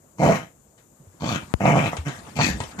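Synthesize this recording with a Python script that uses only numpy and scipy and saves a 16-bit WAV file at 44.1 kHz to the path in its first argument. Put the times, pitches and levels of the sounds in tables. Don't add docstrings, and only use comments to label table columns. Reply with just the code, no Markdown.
import sys
import numpy as np
from scipy import signal
from scipy.fft import rfft, irfft, next_fast_len
from scipy.io import wavfile
from scipy.ndimage import uniform_filter1d, map_coordinates

SR = 44100
rng = np.random.default_rng(int(sys.argv[2]) if len(sys.argv) > 2 else 0)


def to_wav(s):
    ch = np.atleast_2d(s).T
    pcm = np.round(np.clip(ch, -1, 1) * 32767)
    wavfile.write(sys.argv[1], SR, pcm.astype(np.int16))


def gain_from_db(level_db):
    decades = np.asarray(level_db, float) / 20
    return 10 ** decades


N = 123479


def unit(x):
    return x / np.sqrt(np.mean(x ** 2) + 1e-20)


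def along(points, hz):
    f, value = np.transpose(points)
    return np.interp(np.log(hz + 1), np.log(f + 1), value)


def wobble(rate, size):
    knots = rng.standard_normal(int(size * rate / SR) + 4)
    return map_coordinates(knots, [np.arange(size) * rate / SR])


def filtered(x, response):
    m = next_fast_len(x.shape[-1] + SR // 2)
    spectrum = rfft(x, m) * response(np.fft.rfftfreq(m, 1 / SR))
    return irfft(spectrum, m)[..., :x.shape[-1]]


def ringing(peaks):
    def response(f):
        total = 0
        for k, (centre, width, db) in enumerate(peaks):
            damping = 1j * f * width
            total = total + (-1) ** k * gain_from_db(db) * damping / (centre ** 2 - f ** 2 + damping)
        return total
    return response


def low_cut(hz, order):
    b, a = signal.butter(order, hz, "high", analog=True)
    return lambda f: signal.freqs(b, a, f)[1]


TRACT_WIDTH_HZ, TRACT_WIDENS = 130, 0.042


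def gliding(x, tract, count=7):
    place, out = np.linspace(0, count - 1, len(x)), 0
    for k in range(count):
        peaks = []
        for *hz, db_start, db_end in tract:
            centre = np.interp(k, [0, (count - 1) / 2, count - 1], hz)
            width = TRACT_WIDTH_HZ + TRACT_WIDENS * hz[0]
            peaks.append((centre, width, db_start + (db_end - db_start) * k / (count - 1)))
        shaped = filtered(x, lambda f: ringing(peaks)(f) / (1 + 1j * f / 6000) ** 2)
        out = out + np.clip(1 - abs(place - k), 0, 1) * shaped
    return unit(out)


# frequency in Hz, width in Hz, level in dB.
CHEST_MODES = [(95, 10, -11), (144.5, 77, 7), (326, 68, -4.5)]
# frequency in Hz, width in Hz, level in dB.
TEETH_MODES = [(5950, 2800, 19), (11460, 4700, 16.5)]
CHEST_DB, MOUTH_DB, BREATH_DB = 0.5, 0, 3.5
SOFT_HZ, SLOWEST_HZ, DRIFT = 900, 80, 0.06
SIZE_DB, FLUTTER_DB, RATTLE_DB = 2.2, 1.8, 1.5
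PUFF_S, PUFF_FLOOR = 0.002, 0.25
TURBULENT, SNAP = 0.9, 0.22


def growl(rows, tract, scatter, rate_hz, sag_hz, mouth_hz, width_hz, hiss_db):
    s, *cols = np.transpose(rows)
    start = round(s[0] * SR)
    t = np.arange(start, min(N, round(s[-1] * SR))) / SR
    effort, opening, breath = [np.interp(t, s, c) for c in cols]

    rate = np.maximum(SLOWEST_HZ, rate_hz + sag_hz * (effort - effort.max()))
    rate = rate * (1 + DRIFT * wobble(30, len(t)))
    timing, size = np.clip(rng.standard_normal((80, 2)), -1.7, 1.7).T
    cycles = np.arange(80) + 0.5 + scatter * timing
    at = np.interp(cycles, np.cumsum(rate) / SR, np.arange(len(t)), right=len(t)).astype(int)
    slaps = np.bincount(at, gain_from_db(SIZE_DB * size), len(t) + 1)[:len(t)]
    folds = unit(slaps - slaps.mean())
    gate = unit(filtered(slaps, lambda f: 1 / (1 + 2j * np.pi * f * PUFF_S))) + PUFF_FLOOR
    puffs = unit(gate * rng.standard_normal(len(t)))

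    def soft(f):
        return 1 / (1 + 1j * f / SOFT_HZ)

    def cavity(f):
        return ringing([(mouth_hz, width_hz, 0)])(f) * ringing([(mouth_hz, 700, 0)])(f)

    def teeth(f):
        return ringing(TEETH_MODES[:1])(f) ** 2 + ringing(TEETH_MODES[1:])(f) ** 2

    chest = unit(filtered(folds + scatter * puffs, lambda f: -ringing(CHEST_MODES)(f) * soft(f) ** 2))
    mouth = unit(filtered(folds + TURBULENT * puffs, lambda f: cavity(f) * soft(f)))
    upper = gain_from_db(RATTLE_DB * wobble(51.7, len(t))) * gliding(puffs + SNAP * folds, tract)
    hiss = gain_from_db(hiss_db) * unit(filtered((gate + 3) * rng.standard_normal(len(t)), teeth))

    mouth_level_db = opening + MOUTH_DB + FLUTTER_DB * wobble(49.7, len(t))
    mix = gain_from_db(CHEST_DB) * chest - gain_from_db(mouth_level_db) * mouth
    mix = mix + gain_from_db(breath + BREATH_DB) * (upper + hiss)
    to_end = t[-1] - t
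    if t[-1] > 2.79:
        to_end = to_end + 1
    fade = np.minimum(1, np.minimum(t - t[0], to_end) / 0.003)
    out = np.zeros(N)
    out[start:][:len(t)] = gain_from_db(effort) * mix * fade
    return out


# time in seconds, effort in dB, mouth opening in dB, breath in dB.
FIRST_GROWL = [(.172, -56.5, -17, -8), (0.187, -35.5, -10, -11), (.2, -25.5, -1.5, -18),
               (0.236, -18.5, 3.5, -13.5), (.295, -18.5, 1, -15.5), (0.335, -22, -1, -11.5),
               (.36, -29, -6.5, -5), (0.399, -37, -3.5, -7), (0.522, -65.5, 0, -4)]
SECOND_GROWL = [(1.196, -53.5, -6, -3), (1.215, -34.5, -16, -8.5), (1.23, -31, 2, -10),
                (1.236, -22, -9, -17.5), (1.259, -25.5, -7.5, -8.5), (1.299, -26, -6.5, -5.5),
                (1.361, -27.5, -13, -5), (1.389, -40, -14, -2.5), (1.438, -50.5, -20, -5.5)]
LONG_GROWL = [(1.5993, -25, 4.5, -10.5), (1.635, -23, -2.5, -12), (1.65, -19, -2, -12), (1.7, -18, 0, -7.5),
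              (1.742, -20, -1.5, -16), (1.766, -18.5, 3, -10.5), (1.82, -22, -5, -11.5),
              (1.884, -25.5, -8.5, -5.5), (1.915, -42.5, -9.5, -15)]
GULP_GROWL = [(1.915, -42, -12, -6), (1.929, -33, 5.5, -4.5), (1.945, -37, -15, -16), (1.965, -51, -8, -13)]
GRUNT_GROWL = [(2.048, -45.5, -19, -3), (2.072, -24, -12, -14.5), (2.094, -26, -17, -17),
               (2.11, -37.5, -7.5, -7.5), (2.2, -55, 1.5, 2.5)]
SNARL_GROWL = [(2.35, -48, -31, -8), (2.366, -31, -7.5, -6.5), (2.395, -21, 0.5, -13.5),
               (2.412, -22, -4, -6.5), (2.432, -21.5, -27, -3.5), (2.488, -25.5, -12, -3),
               (2.531, -33, -19, -6.5), (2.591, -41, -24.5, -19)]
LAST_GROWL = [(2.779, -45.5, 12, -33), (2.791, -30, -22.5, -9), (2.8, -29, -18, -8)]
# fold rate in Hz at full effort, sag in Hz per dB, mouth resonance in Hz,
# mouth width in Hz, hiss in dB.
GROWL_VOICES = [
    (152.3, 1.5, 649, 284, -8.5),
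    (125.1, 1, 644, 220, -10),
    (147.9, 7, 685, 260, -15),
    (110.1, 1.45, 730, 520, -11.5),
    (148.6, 1, 670, 133, -8.5),
    (148.3, 1.31, 850, 1800, -8),
    (159.8, 1.4, 1300, 400, -8.5),
]
# frequency in Hz at start,
# middle and end, level in dB at start and end.
GROWL_TRACTS = [
    [(996, 1080, 1700, 1, 0), (2060, 1800, 1410, -0.5, 0), (2250, 2250, 2000, 2, -0.5),
     (3056, 3050, 3170, -7.5, -2), (4180, 4100, 3960, -6.5, -10)],
    [(960, 1163, 1540, 15, 6), (2300, 2500, 2350, 5, 11.5), (3250, 3360, 2870, 8, 12),
     (4430, 4530, 3600, 10.5, 2)],
    [(1250, 1090, 1300, -1, 6.9), (2220, 2260, 2650, 6, 8.9), (2860, 2960, 3580, -4, 3.3),
     (3750, 3400, 4140, -19, 2)],
    [(1300, 1270, 1280, 0, -3), (1880, 2000, 1900, 5, -5), (3300, 3400, 3500, -4, -5)],
    [(1110, 1120, 1150, 6.5, 0.82), (1540, 1580, 1780, 11, 6.3), (2330, 1950, 1860, 10.5, 3.6),
     (2880, 3140, 4200, 6, 7.3)],
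    [(920, 1110, 1300, 9, -11.5), (2060, 1694, 1900, 4, 10), (2430, 2490, 3600, 15.5, -1),
     (3350, 3500, 3500, 6, 1.5), (4400, 4480, 4900, 10, 4)],
    [(1530, 2100, 1500, 5, 5.5), (4170, 3100, 5200, -4, -7.5)],
]
FOLD_SCATTER = [.24, .25, .15, .2, .04, .25, .1]


def growls():
    efforts = [FIRST_GROWL, SECOND_GROWL, LONG_GROWL, GULP_GROWL, GRUNT_GROWL, SNARL_GROWL, LAST_GROWL]
    out = np.zeros(N)
    for rows, tract, scatter, voice in zip(efforts, GROWL_TRACTS, FOLD_SCATTER, GROWL_VOICES):
        out += growl(rows, tract, scatter, *voice)
    return out


# start in seconds, peak in dB, scrape in seconds.
CLAW_STROKES = [
    (0.7775, -46.5, 0.036),
    (1.9674, -15, 0.0063),
    (1.9731, -35, 0.012),
    (2.0817, -24.5, 0.025),
    (2.2912, -32.5, 0.0046),
    (2.603, -12, 0.0049),
    (2.6351, -22, 0.0087),
    (2.7106, -34, 0.013),
    (2.7887, -23, 0.012),
]
# frequency in Hz, width in Hz, level in dB.
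BOARD_MODES = [(393, 200, 5), (957, 226, 5), (1770, 1050, -1.5), (3770, 990, -1), (6450, 1800, -9.5)]
CLAW_DB = -2


def claws():
    drive, t = np.zeros(N + SR), np.arange(SR // 10) / SR
    for s, db, scrape_s in CLAW_STROKES:
        grit = rng.standard_normal(len(t)) * gain_from_db(3.9 * rng.standard_normal(len(t)))
        drive[round(s * SR):][:len(t)] += gain_from_db(db + CLAW_DB) * grit * np.exp(-t / scrape_s)
    return filtered(drive[:N], ringing(BOARD_MODES))


# start in seconds, level in dB, floor resonance in Hz.
PAW_STEPS = [
    (1.0, -48, 144.6),
    (1.069, -42.5, 95),
    (1.984, -21.5, 77),
    (2.49, -24, 65),
    (2.532, -23.5, 59),
    (2.597, -30, 80),
    (2.671, -44, 68),
]
PAW_T60_S, PAW_RISE_S = 0.16, 0.0028


def paws():
    out, t = np.zeros(N + SR), np.arange(SR // 4) / SR
    for s, db, hz in PAW_STEPS:
        push = 1 - np.exp(-t / PAW_RISE_S)
        ring = gain_from_db(db - 60 * t / PAW_T60_S) * np.sin(2 * np.pi * hz * t)
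        out[round(s * SR):][:len(t)] += 2 * push * ring
    return out[:N]


# frequency in Hz, left-right likeness.
PORT_LIKENESS = [(130, 1), (290, 0.65), (640, 0.53), (1400, 0.049)]


def rush(spectrum, patchy_db):
    z = signal.stft(rng.standard_normal((2, N)), nperseg=512)[2]
    field = uniform_filter1d(uniform_filter1d(rng.standard_normal(z.shape[1:]), 8, 0), 5, 1)
    pair = signal.istft(z * gain_from_db(patchy_db * unit(field)), nperseg=512)[1][:, :N]

    def shape(hz):
        turn = np.arccos(np.clip(along(PORT_LIKENESS, hz), -1, 1)) / 2
        return gain_from_db(along(spectrum, hz)) * np.array([np.cos(turn), np.sin(turn)])

    mid, side = filtered(pair, shape)
    return unit(np.array([mid + side, mid - side]))


# time in seconds, shuffling level in dB.
MOVEMENT = [(0.7, -97.5), (1.201, -58), (1.39, -48), (1.62, -50.5), (1.76, -38), (2.0, -42.5),
            (2.04, -49.5), (2.19, -42.5), (2.26, -47.5), (2.5, -44.5), (2.63, -39), (2.8, -49)]
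# frequency in Hz, density in dB per Hz.
FUR_SPECTRUM = [(24, -38), (40, -2.5), (177, -2), (490, -13.5), (888, -11.5), (4790, -24), (6950, -28),
                (13900, -29.5), (15000, -47.5)]
FUR_DB = 5


def shuffle():
    s, db = np.transpose(MOVEMENT)
    level_db = np.interp(np.arange(N) / SR, s, db, left=-120) + FUR_DB + 0.86 * wobble(25.21, N)
    return gain_from_db(level_db) * rush(FUR_SPECTRUM, patchy_db=3.5)


# frequency in Hz, reverberation time in seconds.
ROOM_DECAY = [(150, 0.102), (1000, 0.17), (8000, 0.12)]
# frequency in Hz, level in dB.
ROOM_COLOUR = [(150, -12), (700, -4), (2000, 3), (6000, -8)]


def room(x):
    hz, t, z = signal.stft(rng.standard_normal((2, SR // 2)), SR, nperseg=256)
    decay = gain_from_db(-60 * t / along(ROOM_DECAY, hz)[:, None])
    tail = signal.istft(z * decay, SR, nperseg=256)[1]
    delayed = np.pad(x, (60, 0))[None]
    wet = signal.fftconvolve(delayed, tail / np.linalg.norm(tail[0]), axes=1)[:, :N]
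    return filtered(wet, lambda f: gain_from_db(along(ROOM_COLOUR, f)))


# frequency in Hz, density in dB per Hz.
AIR_SPECTRUM = [(18, -59.5), (30, 6.5), (156, 3.5), (420, -4), (467, -1), (2910, -21), (7460, -23.5),
                (14000, -10.5), (15500, -67.5)]
AIR_DB = -55


def air():
    return gain_from_db(AIR_DB + 0.53 * wobble(6.17, N)) * rush(AIR_SPECTRUM, patchy_db=1.5)


def scene():
    dog = growls() + claws() + paws()
    return dog + room(dog) + shuffle() + air()


# frequency in Hz, level in dB.
COVERED_PORT = [(200, 1.5), (700, 0), (1300, -0.5), (2400, -10.5), (4400, -16.5), (7000, -26), (9500, -13),
                (15000, -3)]
PORT_HZ, PORT_WIDTH_HZ, PORT_DB = 7100, 1500, 5
HISS_DB, RIGHT_LAG_S = -58.5, 0.00018


def ports(dry):
    port = ringing([(PORT_HZ, PORT_WIDTH_HZ, PORT_DB)])
    hiss = gain_from_db(HISS_DB) * unit(filtered(rng.standard_normal(N), lambda f: port(f) ** 2))
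    left = filtered(dry[0], lambda f: 1 + port(f)) + hiss
    lag = lambda f: np.exp(-2j * np.pi * f * RIGHT_LAG_S)
    right = filtered(dry[1], lambda f: gain_from_db(along(COVERED_PORT, f)) * lag(f))
    return np.array([left, right])


# frequency in Hz, level in dB.
PORT_TREBLE = [(7500, -1.5), (9000, 2), (12000, -5), (14400, -3.5), (14900, -38)]
POP_S, POP_DB, POP_SOFT_HZ = 1.5397, 2.5, 2700
LOW_CUT_HZ, SUB_CUT_HZ = 57, 71


def phone_response(f):
    return low_cut(SUB_CUT_HZ, order=2)(f) * gain_from_db(along(PORT_TREBLE, f))


def finger_pop():
    kick = gain_from_db(POP_DB) * (np.arange(N) == round(POP_S * SR))

    def step(f):
        return SR / (2j * np.pi * f + 1e-3) / (1 + 1j * f / POP_SOFT_HZ) * (1 + 1j * f / 9000)

    return filtered(kick, lambda f: step(f) * phone_response(f) * low_cut(LOW_CUT_HZ, order=4)(f))


UNDER_WHOLE_DB, UNDER_HISS_DB = 47, 17
GAP_SCATTER_DB, GAPS_FROM_HZ = 5, 8300


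def thinned_highs(x, size=12):
    hz, _, z = signal.stft(x, SR, "cosine", nperseg=2048)
    band = np.arange(len(hz)) // size
    power = np.add.reduceat(abs(z) ** 2, np.arange(0, len(hz), size), axis=1)
    whole = power.sum(axis=1, keepdims=True)
    hissing = power[:, hz[::size] > GAPS_FROM_HZ / 2].max(axis=1, keepdims=True)
    luck = uniform_filter1d(rng.standard_normal(power.shape), size=3, axis=2)
    luck_db = GAP_SCATTER_DB * unit(luck)
    limit = np.maximum(whole * gain_from_db(-2 * UNDER_WHOLE_DB), hissing * gain_from_db(-2 * UNDER_HISS_DB)) * gain_from_db(2 * luck_db)
    keep = (power > limit)[:, band] | (hz < GAPS_FROM_HZ)[:, None]
    return signal.istft(z * keep, SR, "cosine", nperseg=2048)[1][:, :N]


def low_pass(x):
    return signal.sosfilt(signal.butter(12, 15740, fs=SR, output="sos"), x)


CEILING, KNEE = 0.72, 3


def record(dry):
    pair = ports(dry)
    pair = pair / (1 + abs(pair / CEILING) ** KNEE) ** (1 / KNEE)
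    mix = thinned_highs(filtered(pair, phone_response))
    mix[0] += finger_pop()
    return low_pass(mix)


dry = scene()
out = record(dry)
to_wav(out)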